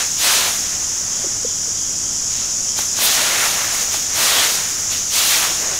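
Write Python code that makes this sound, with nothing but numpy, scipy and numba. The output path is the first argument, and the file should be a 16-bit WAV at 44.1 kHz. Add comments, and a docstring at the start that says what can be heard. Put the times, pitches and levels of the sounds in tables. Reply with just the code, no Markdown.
"""Dry, crackling sweeps of a grass broom over leaves and bare dirt, close by in a garden, in mono.
Each stroke is six bands of random clicks (bristle ticks, leaf crackle) over friction noise.
Behind it, coloured noise and clicks make a cicada chorus, banded grains a faint cricket, short damped
modes the wooden knocks, and noise with low tones the garden air and a far machine's hum.
Gain control ducks everything slightly under the loud strokes."""
import sys
import numpy as np
from scipy import signal
from scipy.fft import rfft, irfft
from scipy.io import wavfile
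from scipy.ndimage import uniform_filter1d
from numba import njit

SR = 44100
rng = np.random.default_rng(int(sys.argv[2]) if len(sys.argv) > 2 else 0)


def digitize_waveform(pressure):
    """Quantize a signal to 16-bit integers and store it at the path in sys.argv[1].

    Rows of a 2-D input are taken as channels; values are limited to [-1, 1].
    """
    field = np.atleast_2d(pressure).T
    bounded = np.clip(field, -1, 1)
    quanta = np.round(bounded * 32767).astype(np.int16)
    wavfile.write(sys.argv[1], SR, quanta)


N = 255339
T = np.arange(N) / SR  # time of each sample [s]


def undb(db):
    """Turn dB into an amplitude gain."""
    return 10 ** (np.asarray(db) / 20)


def level(x, db):
    """Scale a signal to an rms level in dB."""
    return x * undb(db) / np.sqrt(np.mean(x ** 2))


def columns(table):
    """Interpolate every column of a time curve to one value a sample."""
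    times, *rest = np.transpose(table)
    return [np.interp(T, times, column) for column in rest]


def colour(x, table):
    """Filter causally through (frequency [Hz], gain [dB]) points: minimum phase from the folded cepstrum."""
    size = 16384
    hz, db = np.transpose(table)
    grid_hz = np.maximum(np.arange(size // 2 + 1), 1) * SR / size
    gain_db = np.interp(np.log(grid_hz), np.log(hz), db)
    cepstrum = irfft(np.log(undb(gain_db)))
    cepstrum[1:size // 2] *= 2
    cepstrum[size // 2 + 1:] = 0
    impulse = irfft(np.exp(rfft(cepstrum)))
    return signal.fftconvolve(x, impulse)[:N]


def band(x, lo_hz, hi_hz, order=2):
    """Pass only the band between two frequencies."""
    edges_hz = [lo_hz, min(hi_hz, .45 * SR)]
    return signal.sosfilt(signal.butter(order, edges_hz, "band", fs=SR, output="sos"), x)


def walk(rate):
    """Random wander with spread near 1: values held 1 / rate seconds, smoothed twice."""
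    hold = int(SR / rate)
    steps = np.repeat(rng.standard_normal(N // hold + 1), hold)
    return 1.3 * uniform_filter1d(uniform_filter1d(steps, hold), hold)[:N]


def crackle(rate, scatter_db, most=3.9):
    """Clicks at random moments, rate a second; sizes stray up (or down, if negative) by a capped dB."""
    hit = rng.random(N) < rate / SR
    size = np.minimum(rng.exponential(size=N), most)
    swing = np.clip(rng.standard_normal(N), -2, 2)
    return level(hit * undb(scatter_db * size) * swing, 0)


def rings(events, rise_s, t60_s):
    """Sound one damped mode for each (time [s], peak level [dB], pitch [Hz]), swelling before it decays."""
    out, t = np.zeros(N + SR), np.arange(SR // 10) / SR
    shape = (1 - np.exp(-t / rise_s)) ** 2 * np.exp(-np.log(1000) * t / t60_s)
    for s, db, hz in events:
        i = int(s * SR)
        out[i:i + len(t)] += undb(db) * shape / shape.max() * np.sin(2 * np.pi * hz * t)
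    return out[:N]


def garden():
    """Air, foliage and far traffic as coloured noise, with a low machine hum and a wavering drone."""
    # tone of the garden air: (frequency [Hz], level per Hz [dB])
    air_spectrum = [(20, -6), (40, -18), (70, -2), (130, -5), (230, -5.5), (300, -8), (500, -13.5),
                    (800, -15), (1400, -13), (2200, -17), (4300, -15.5), (6000, -27.5)]
    hum_hz, drone_hz, drone_width_hz = 30.6, 96, 11
    air = level(colour(rng.standard_normal(N), air_spectrum), -36) * undb(0.2 * walk(6.2))
    hum_phase = 2 * np.pi * np.cumsum(hum_hz * (1 + 0.006 * walk(3.45))) / SR
    hum = level(np.sin(hum_phase), -47.5) * undb(0.46 * walk(3.7))
    # noise in so narrow a band wavers by itself
    drone = band(rng.standard_normal(N), drone_hz - drone_width_hz / 2, drone_hz + drone_width_hz / 2, order=1)
    return air + hum + level(drone, -48.5)


def cicadas(count=12):
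    """Tymbals click at their own drifting rates, 7 dB under a noise hiss that blurs them into a chorus."""
    # tone of the chorus: (frequency [Hz], level per Hz [dB])
    chorus_spectrum = [(3600, -40), (4250, -46), (4450, -20), (4950, -11), (5600, -4), (6600, -1.5),
                       (7050, -1.5), (7300, -7.5), (7800, -12.5), (8800, -21.5), (10400, -23.5),
                       (11500, -28.5), (15600, -39)]
    # swell of the chorus: (time [s], level [dB])
    chorus_curve = [(0, -20), (.5, -20.5), (1.5, -21), (2.9, -19.5), (3.6, -20), (4.4, -20.5), (5.79, -20)]
    clicks = np.zeros(N)
    rates = rng.uniform(150, 330, count)  # clicks a second
    for rate, db in zip(rates, 3 * rng.standard_normal(count)):
        turns = np.floor(np.cumsum(rate * (1 + .06 * walk(30)) / SR))
        clicks += undb(db) * np.diff(turns, prepend=0) * rng.standard_normal(N)
    hiss = level(clicks, -7) + rng.standard_normal(N)
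    chorus_db = columns(chorus_curve)[0] + 0.28 * walk(24.62)
    return level(colour(hiss, chorus_spectrum), 0) * undb(chorus_db)


def cricket():
    """Faint scratchy chirps in one wing resonance, quick to start and slow to fade."""
    # chirps: (time [s], peak level [dB])
    chirp_list = [(.9, -49), (1.14, -42), (1.48, -42), (1.78, -42.5), (2.07, -43.5), (2.28, -56),
                  (2.68, -41)]
    wing_hz, width_hz = 3240, 350
    rise_s, fade_s = 0.023, 0.2  # exponential time constants
    scrape = band(crackle(3000, scatter_db=-4.5), wing_hz - width_hz / 2, wing_hz + width_hz / 2)
    chirps = 0
    for s, db in chirp_list:
        distance = np.where(T < s, (s - T) / rise_s, (T - s) / fade_s)
        chirps = chirps + undb(db) * np.exp(-distance)
    return level(scrape, 0) * chirps


def knocks():
    """Soft hollow wooden knocks, each one or more strongly damped modes."""
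    # modes, close rows belonging to one blow: (time [s], peak level [dB], pitch [Hz])
    knock_modes = [(1.2405, -25.5, 557), (1.2415, -25, 390), (1.263, -27, 345), (1.4455, -17.5, 484),
                   (1.675, -31.5, 460)]
    return rings(knock_modes, rise_s=.012, t60_s=.02)


def landings():
    """The broom head meets the ground and sounds all its damped modes at once."""
    # blows: (time [s], level before the mode's own [dB])
    blows = [(2.787, -23.5), (2.986, -25), (3.941, -29)]
    # modes of the broom head: (frequency [Hz], relative level [dB])
    head_modes = [(333, -4), (650, -1), (850, 2), (1150, -2), (1530, -2)]
    events = [(s, db + mode_db, hz) for s, db in blows for hz, mode_db in head_modes]
    return rings(events, rise_s=.004, t60_s=0.015)


def snaps():
    """Single leaves and twigs snap: very fast, damped modes."""
    # snaps: (time [s], peak level [dB], pitch [Hz])
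    snap_list = [(2.788, -26, 3120), (4.893, -30, 1260), (5.646, -29, 1590), (5.758, -26, 3460)]
    return rings(snap_list, rise_s=0.00035, t60_s=0.018)


def rasps():
    """Bundles of bristles scrape in step and pitch the swish for a moment: grains in a narrow band."""
    # rasps: (centre time [s], level at the centre [dB], pitch [Hz], half length [s])
    rasp_list = [(.42, -25, 4000, .05), (3.072, -20, 3860, .06), (4.378, -19.5, 3470, 0.079),
                 (5.224, -26, 3600, 0.045), (5.34, -21.5, 2140, 0.036)]
    half_width = 0.29 / 2  # share of the pitch
    grains = crackle(6000, scatter_db=1.0)
    out = 0
    for s, db, hz, half_s in rasp_list:
        rasp = level(band(grains, hz * (1 - half_width), hz * (1 + half_width)), db)
        out = out + rasp * np.exp(-((T - s) / half_s) ** 2)
    return out


def motion(zone_db, tilt, swish, scrape, rest_db):
    """Gain of one zone: strokes bite, drag, fade and settle; touches are brief bumps; powers add."""
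    # sweeps: (landing time [s], bite [s], time down [s], level [dB], change while down [dB],
    # brightness at landing [dB], at lift-off [dB], fade [dB/s], twig swish [dB], dirt scrape [dB])
    stroke_list = [(-.3, .06, 0.28, -27.5, 1.5, 0, 0.48, 135, -0.5, -1),
                   (0.188, 0.084, 0.19, -22.5, 0.5, 4.5, 0, 79, 0, 0),
                   (2.968, 0.076, 0.44, -24.5, 1, 3, -2.1, 25, 0.5, -0.5),
                   (4.132, 0.092, 0.31, -20.5, -1, 0.5, 0.81, 60, -2, -2.5),
                   (5.112, 0.076, 0.32, -27.5, 3.5, 8, 0.59, 72, -1, -1.5)]
    # light bristle touches and brief harder presses within strokes: (time [s], level [dB],
    # brightness [dB], rise [s], fade [s], twig swish [dB])
    touch_list = [(.33, -25, 1, 0.036, 0.035, -7), (0.488, -28, 0.5, 0.058, .04, 1.5),
                  (.95, -45, -7, 0.074, 0.091, 0), (1.22, -39.5, -9, 0.097, 0.099, 2),
                  (2.39, -41, 0, 0.061, 0.12, 6), (2.79, -31, 3, 0.016, 0.043, -1.5),
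                  (3.06, -39, 16, 0.025, .05, -16), (3.42, -30, 1, .05, 0.072, -6),
                  (3.52, -32, 0, 0.066, 0.07, -2), (3.75, -31, 2, 0.021, 0.032, -5),
                  (3.82, -35.5, 6, .04, 0.038, -4), (3.945, -31, 3.5, 0.018, 0.043, -0.5),
                  (4.55, -29.5, 0, 0.063, .05, -16), (4.925, -33.5, 3.5, .015, 0.072, 1),
                  (5.33, -28.5, 7.5, .03, 0.055, -3), (5.518, -31.5, -9, .03, 0.034, -3),
                  (5.64, -31, -31, .03, 0.059, -3), (5.74, -34.5, -5.5, 0.046, 0.074, 4)]
    bite_depth_db = 14.5
    # leaves go on settling, starting this far below the stroke or touch
    settle_db, touch_settle_db, settle_db_per_s = -11.5, -11, 25
    power = undb(rest_db) ** 2
    for s, bite_s, down_s, db, change_db, bright0_db, bright1_db, fade, swish_db, scrape_db in stroke_list:
        along = np.clip((T - s) / down_s, 0, 1)
        after = np.maximum(T - s - down_s, 0)
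        bite_db = -bite_depth_db * np.clip(1 - (T - s) / bite_s, 0, 4) ** 2
        bright_db = bright0_db + (bright1_db - bright0_db) * along
        timbre_db = zone_db + swish * swish_db + scrape * scrape_db + tilt * bright_db
        drag_db = db + timbre_db + bite_db + change_db * along
        tail = undb(-fade * after) ** 2 + undb(settle_db - settle_db_per_s * after) ** 2
        power = power + undb(drag_db) ** 2 * tail
    for s, db, bright_db, rise_s, fade_s, swish_db in touch_list:
        bump = np.exp(-np.where(T < s, ((T - s) / rise_s) ** 2, 2 * (T - s) / fade_s))
        settling = (T > s) * undb(touch_settle_db - settle_db_per_s * (T - s).clip(0)) ** 2
        touch_db = db + zone_db + tilt * bright_db + swish * swish_db
        power = power + undb(touch_db) ** 2 * (bump + settling)
    return np.sqrt(power)


def broom():
    """Six zones of the sweep, each grains over friction noise; the whole head chatters on the ground."""
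    # tone of the sweep: (frequency [Hz], level per Hz [dB])
    sweep_spectrum = [(120, -37), (200, -13.5), (678, -3.5), (925, -6), (1130, -6), (2430, -4), (3700, -2),
                      (8550, -6.5), (15600, -18)]
    # borders of the zones, low to high: (frequency [Hz])
    zone_edges = (150, 900, 2400, 4600, 9000, 12500, 19000)
    # crackle of each zone, low to high: (grains [1/s], size scatter [dB],
    # share of smooth friction noise [0-1], flicker [dB])
    grain_laws = [(1440, 2.5, 0.7, 1.4), (3010, 2.5, 0.74, 1.4), (6070, -0.5, 0.7, -0.2),
                  (7870, 1.5, 0.6, -1.2), (8800, 3, 0.7, 1.2), (9100, 6, 0.7, 1.6)]
    # each zone, low to high: (level against the rustle [dB], tilt [dB per dB of brightness],
    # share of swish [1], share of scrape [1], level at rest [dB])
    zone_laws = [(-6.5, -0.17, 0, 1, -49.5), (0.5, 0.1, 0, 0, -54), (1, 1.2, 1, 0, -47),
                 (3, 1.08, .3, 0, -54), (-3, 1.0, 0, 0.61, -56), (-2.5, 1.4, -0.21, .5, -64)]
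    chatter_db = 0.22 * walk(18)
    # dry leaves that break, heard in every zone at once
    cracks = undb(-17) * crackle(120, scatter_db=5)
    out = 0
    for k, law in enumerate(zone_laws):
        rate, scatter_db, smooth, flicker_db = grain_laws[k]
        smooth = np.clip(smooth, 0, 1)
        friction = np.sqrt(smooth) * rng.standard_normal(N)
        grains = np.sqrt(1 - smooth) * crackle(rate, scatter_db)
        raw = friction + grains + cracks
        zone = band(colour(raw, sweep_spectrum), zone_edges[k], zone_edges[k + 1])
        wander_db = chatter_db + flicker_db * walk(25.22)
        out = out + level(zone, 0) * motion(*law) * undb(wander_db)
    return out + rasps() + snaps()


def yard(near):
    """Walls and ground scatter the near sounds into a short, decaying noise tail."""
    t60_s, tail_db = .15, -21
    t = np.arange(SR // 2) / SR
    scatter = rng.standard_normal(len(t)) * np.exp(-np.log(1000) * t / t60_s)
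    scatter = scatter * (t > .006)  # the first reflections arrive after 6 ms
    return undb(tail_db) * signal.fftconvolve(near, scatter / np.linalg.norm(scatter))[:N]


def scene():
    """Near sounds with their scatter, and the garden behind, all reach one microphone."""
    near = broom() + knocks() + landings()
    mono = near + yard(near) + cicadas() + cricket() + garden()
    return np.array([mono, mono])


@njit
def follow(x, attack, release):
    """Smooth a level with separate rise and fall rates, as a gain control's detector does."""
    e, out = x[0], np.empty(len(x))
    for i in range(len(x)):
        e += (x[i] - e) * (attack if x[i] > e else release)
        out[i] = e
    return out


def record(dry):
    """Gain control turns loud passages down a little, high peaks are rounded, the top is cut steeply."""
    threshold_db, ratio, attack_s, release_s = -22.5, 1.18, 0.0077, 0.075
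    top_hz = 15650
    short_power = uniform_filter1d(dry[0] ** 2, size=441)  # 10 ms mean
    power = follow(short_power, 1 / (attack_s * SR), 1 / (release_s * SR))
    headroom = np.minimum(undb(threshold_db) / np.sqrt(power + 1e-12), 1)
    gain = headroom ** (1 - 1 / max(ratio, 1))
    rounded = np.tanh(dry * gain / 1.3) * 1.3
    return signal.sosfilt(signal.ellip(14, .2, 100, top_hz, fs=SR, output="sos"), rounded)


dry = scene()
out = record(dry)
digitize_waveform(out)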